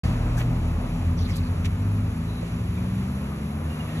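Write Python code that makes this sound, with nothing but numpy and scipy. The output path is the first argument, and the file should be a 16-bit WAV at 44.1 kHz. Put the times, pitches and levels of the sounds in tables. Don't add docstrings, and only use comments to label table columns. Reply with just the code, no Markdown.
import sys
import numpy as np
from scipy import signal
from scipy.fft import rfft, irfft
from scipy.io import wavfile
from scipy.ndimage import uniform_filter1d

SR = 44100
rng = np.random.default_rng(int(sys.argv[2]) if len(sys.argv) > 2 else 0)


def dump(signal):
    limited = np.clip(np.atleast_2d(signal).T, -1, 1)
    pcm = np.round(limited * 32767).astype(np.int16)
    wavfile.write(sys.argv[1], SR, pcm)


N = 176400
T = np.arange(N) / SR
FREQS = np.maximum(np.fft.rfftfreq(N, 1 / SR), 1)

# frequency in Hz, coherence 0-1, left phase lead in rad, left minus right in dB.
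PORTS = [(40, 1, 0, 0), (80, 1, .03, .15), (150, .998, .05, .6), (300, .95, .05, 1), (550, .58, .2, 3),
         (850, .55, 1.1, 3), (1350, .58, 1.4, 3), (1750, .8, .5, -2), (2200, .5, 1.7, -2),
         (2700, .8, 2.6, -2), (3900, .45, 2.8, 0), (4900, .75, 3.2, 0), (5900, .92, 6.2, 0),
         (7300, .8, 7.7, 0), (9000, .95, 9.4, 0), (10800, .9, 11.1, 0), (12000, .98, 12.5, 0)]
# frequency in Hz, relative spectral density in dB.
RUMBLE_SPECTRUM = [(20, -38), (35, -13), (55, -2.5), (80, -3.5), (130, -4.5), (200, -1.5), (270, -9),
                   (320, -10), (380, -22.5), (600, -29.5), (3000, -88)]
TYRE_SPECTRUM = [(150, -7), (350, -1), (550, -0.5), (800, -3.5), (1250, -2.5), (1600, -11), (2200, -15.5),
                 (4000, -45), (12000, -80)]
HISS_SPECTRUM = [(900, -18.5), (1700, -3.5), (2600, 3), (3200, -5), (4000, -6), (5200, -10.5),
                 (8000, -11.5), (11000, -69), (13000, -54)]
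AIR_SPECTRUM = [(1000, -14), (3000, 1.5), (5000, -12), (7000, -1.5), (8500, -19), (9800, 2.5), (11000, 10),
                (11600, 3.5), (12200, -7.5), (12800, -11), (13500, -50)]
# time in seconds, then levels of rumble, tyres, hiss and air in dB.
BACKGROUND_LEVELS = [(0, -24, -35.5, -41, -52), (.2, -34, -38.5, -47, -57.5), (.45, -32.5, -40.5, -48, -57),
                     (1, -35.5, -42.5, -48.5, -56), (1.8, -36.5, -43, -50, -57),
                     (2.4, -37.5, -43, -48.5, -56), (3, -36, -42, -49.5, -54.5),
                     (3.6, -36.5, -41.5, -49.5, -55.5), (4, -36, -41, -47.5, -51.5)]
# time in seconds, level in dB.
ROAR_LEVELS = [(0, -49), (.3, -45), (.6, -43.5), (.88, -43.5), (1, -49.5), (1.6, -64), (4, -78)]
# time in seconds, level in dB.
LEAF_LEVELS = [(0, -62), (2.3, -72), (2.75, -64), (3.45, -72), (3.75, -60), (4, -53)]
# start and length in seconds, level in dB, centre in Hz, width in octaves.
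BIRD_CALLS = [(0.03, .02, -50.5, 4650, 0.045), (1.168, .008, -52, 5850, .04),
              (1.21, 0.022, -54, 5800, .035), (1.178, .03, -48, 4850, 0.26), (1.188, .012, -50, 3350, .08),
              (1.212, 0.054, -48, 3950, 0.26), (1.302, .02, -49, 4850, .2), (1.323, 0.031, -50, 3270, 0.18),
              (1.334, 0.051, -48, 4230, 0.2), (1.431, 0.044, -56, 4402, 0.13),
              (2.271, 0.14, -57.5, 3931, 0.051), (2.749, 0.028, -59, 3664, 0.09),
              (2.772, 0.034, -52, 2360, 0.064), (3.703, 0.022, -41, 2810, 0.019),
              (3.793, 0.017, -51, 2850, .02), (3.887, .015, -48, 2750, .02), (3.869, 0.12, -54, 1845, .04),
              (3.968, .03, -52, 3630, .08)]
# start, attack and decay time constant in seconds, level in dB,
# centre in Hz, width in octaves.
GRASS_RUSTLES = [(.36, 0.027, 0.03, -42.5, 6500, 0.83), (.365, 0.012, 0.013, -37, 1600, 0.13),
                 (.385, 0.023, 0.017, -35.5, 1920, 0.62), (.63, .025, .015, -57, 9500, 0.25),
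                 (1.27, 0.026, 0.03, -47.5, 5000, 0.75), (1.278, 0.014, 0.022, -39.5, 2250, 0.31),
                 (1.349, 0.018, 0.013, -43, 8150, 0.52), (1.641, 0.018, 0.0095, -41, 5556, 0.67),
                 (1.641, 0.018, 0.0089, -35, 2500, 0.51)]
# start in seconds, level in dB, centre in Hz.
STEM_SNAPS = [(.378, -45, 6000), (.404, -41, 6500), (.417, -35.5, 2700), (0.656, -50, 9500),
              (1.358, -44, 8000), (1.367, -34, 7600), (1.647, -33, 2700), (1.656, -40, 5500),
              (1.664, -35, 2300)]
# start in seconds, level in dB, frequency in Hz.
CASE_KNOCKS = [(2.43, -22.5, 530), (0.84, -24, 562.6)]
# time in seconds, firing rate in Hz, then the level in dB
PULLING_ENGINE = [(0, 38.88, -31.5, -28, -50, -34, -44, -41),
                  (.3, 39.26, -30.5, -44, -48, -38.5, -42, -48.5),
                  (.55, 40.62, -32, -35, -44, -32, -50, -50), (.75, 41.73, -32, -39, -42, -40.5, -45, -52),
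                  (1, 43.8, -32.5, -31, -35.5, -38.5, -54, -58), (1.5, 46.38, -39, -26, -40, -40, -62, -69),
                  (1.9, 50.4, -33.5, -25.5, -40, -34.5, -49, -65),
                  (2.25, 53.84, -36, -36.5, -36, -38.5, -58, -60),
                  (2.5, 57.06, -38, -35.5, -33, -44, -51, -66),
                  (3, 63.71, -35.5, -34.5, -27, -61, -52, -61),
                  (3.5, 71.68, -38.5, -36, -39, -57, -57, -70), (4, 79.7, -45, -34, -47, -68, -62, -64)]
PULLING_ORDERS = (1, 2, 3, 4, 6, 8)
# multiple of the firing rate, level in dB.
PULLING_WEAK_PARTIALS = [(5, -57.5), (7, -62.5)]
# time in seconds, firing rate in Hz, level in dB.
EASING_ENGINE = [(0, 115.8, -26), (.5, 119.5, -26), (.7, 114.8, -35), (.95, 102.8, -36.5),
                 (1.5, 100.5, -37), (2.35, 103.7, -44), (2.7, 105.7, -33.5), (2.98, 105.2, -35),
                 (3.15, 104.9, -50), (4, 106.5, -41)]
MOTOR_A = [(0, 84.7, -35), (1, 83.4, -32), (2.5, 82.48, -36.5), (4, 81.99, -38)]
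MOTOR_B = [(0, 82.83, -37.5), (1, 81.34, -30.5), (2.5, 80.36, -37), (4, 80.06, -39)]
# multiple of the firing rate, relative level in dB.
EASING_PARTIALS = [(.5, -9), (1, 2.5), (2, -19.5)]
MOTOR_A_PARTIALS = [(1, 0), (2, -4), (3, -6), (5, -18)]
MOTOR_B_PARTIALS = [(1, -0.5), (2, -10.5), (3, -7), (5, -26)]


def undb(db):
    return 10 ** (np.asarray(db) / 20)


def over_time(table):
    times, *columns = np.array(table, float).T
    return [np.interp(T, times, column) for column in columns]


def over_frequency(table):
    hz, *columns = np.array(table, float).T
    return [np.interp(np.log(FREQS), np.log(hz), column) for column in columns]


def waver(rate_hz):
    hold = max(int(SR / rate_hz), 1)
    steps = np.repeat(rng.standard_normal(N // hold + 1), hold)
    smooth = uniform_filter1d(uniform_filter1d(steps, hold), hold)[:N]
    return smooth / smooth.std()


def band(hz, octaves):
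    return -4.3 * (np.log2(FREQS / hz) / octaves) ** 2


def at_ports(shared, diffuse):
    coherence, lead, balance_db = over_frequency(PORTS)
    side = np.array([[1], [-1]])
    pair = shared * np.sqrt((1 + coherence) / 2) + side * diffuse * np.sqrt((1 - coherence) / 2)
    return irfft(pair * np.exp(side * .5j * lead) * undb(side * balance_db / 2), N)


def noise(spectrum_db):
    shared, diffuse = rfft(rng.standard_normal((2, N))) * undb(spectrum_db)
    pair = at_ports(shared, diffuse)
    return pair / pair.std()


def envelope(age, attack_s, hold_until_s, decay_s):
    return np.clip(age / attack_s, 0, 1) * np.exp(-np.maximum(age - hold_until_s, 0) / decay_s)


def road_roar():
    level_db, = over_time(ROAR_LEVELS)
    return noise(band(hz=704, octaves=.43)) * undb(level_db + 1.5 * waver(14))


def background():
    rumble_db, tyre_db, hiss_db, air_db = over_time(BACKGROUND_LEVELS)
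    rumble = noise(*over_frequency(RUMBLE_SPECTRUM)) * undb(rumble_db + 1.1 * waver(6.59))
    tyres = noise(*over_frequency(TYRE_SPECTRUM)) * undb(tyre_db + .68 * waver(13))
    hiss = noise(*over_frequency(HISS_SPECTRUM)) * undb(hiss_db + .7 * waver(14))
    air = noise(*over_frequency(AIR_SPECTRUM)) * undb(air_db + .4 * waver(18))
    return rumble + tyres + hiss + air


def leaves():
    level_db, = over_time(LEAF_LEVELS)
    return noise(band(hz=3000, octaves=.33)) * undb(level_db + 1.5 * waver(120))


def birds(rasp_db=2.2):
    out = 0
    for start, length, db, hz, octaves in BIRD_CALLS:
        shape = envelope(T - start, attack_s=.0043, hold_until_s=length, decay_s=.013)
        out += noise(band(hz, octaves)) * shape * undb(db + rasp_db * waver(150))
    return out


def grass_rustles(grain_db=1.5):
    out = 0
    for start, attack, decay, db, hz, octaves in GRASS_RUSTLES:
        shape = envelope(T - start, attack, hold_until_s=attack, decay_s=decay)
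        out += noise(band(hz, octaves)) * shape * undb(db + grain_db * waver(600))
    return out


def stem_snaps(decay_s=.002):
    out = 0
    for start, db, hz in STEM_SNAPS:
        age = T - start
        shape = (age >= 0) * np.exp(-np.abs(age) / decay_s)
        out += noise(band(hz, octaves=.51)) * shape * undb(db)
    return out


def case_knocks(rise_s=.0016, left_gain=-.3):
    out = 0
    for start, db, hz in CASE_KNOCKS:
        age = np.maximum(T - start, 0)
        shape = age / rise_s * np.exp(1 - age / rise_s)
        out += undb(db) * shape * np.sin(2 * np.pi * hz * age)
    return out * np.array([[left_gain], [1]])


def exhaust(firing_hz, partials, rate_wobble=.0035, flutter_db=1.7):
    phase = 2 * np.pi * np.cumsum(firing_hz * (1 + rate_wobble * waver(9))) / SR
    out = 0
    for order, db in partials:
        amplitude = np.sqrt(2) * undb(db + flutter_db * waver(8))
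        out += amplitude * np.sin(order * phase + rng.uniform(0, 2 * np.pi))
    return out


def engines():
    firing_hz, *levels_db = over_time(PULLING_ENGINE)
    out = exhaust(firing_hz, [*zip(PULLING_ORDERS, levels_db), *PULLING_WEAK_PARTIALS])
    drones = (EASING_ENGINE, EASING_PARTIALS), (MOTOR_A, MOTOR_A_PARTIALS), (MOTOR_B, MOTOR_B_PARTIALS)
    for course, partials in drones:
        firing_hz, level_db = over_time(course)
        out += exhaust(firing_hz, [(order, level_db + relative_db) for order, relative_db in partials])
    return at_ports(rfft(out), diffuse=0)


def scene():
    traffic = engines() + road_roar() + background()
    return traffic + grass_rustles() + stem_snaps() + leaves() + birds() + case_knocks()


def record(dry):
    open_at_s, ramp_s, cutoff_hz = .036, .004, 13200
    opening = np.clip((T - open_at_s) / ramp_s + .5, 0, 1)
    low_pass = signal.ellip(10, .2, 90, cutoff_hz, fs=SR, output="sos")
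    return signal.sosfilt(low_pass, dry * opening)


dry = scene()
out = record(dry)
dump(out)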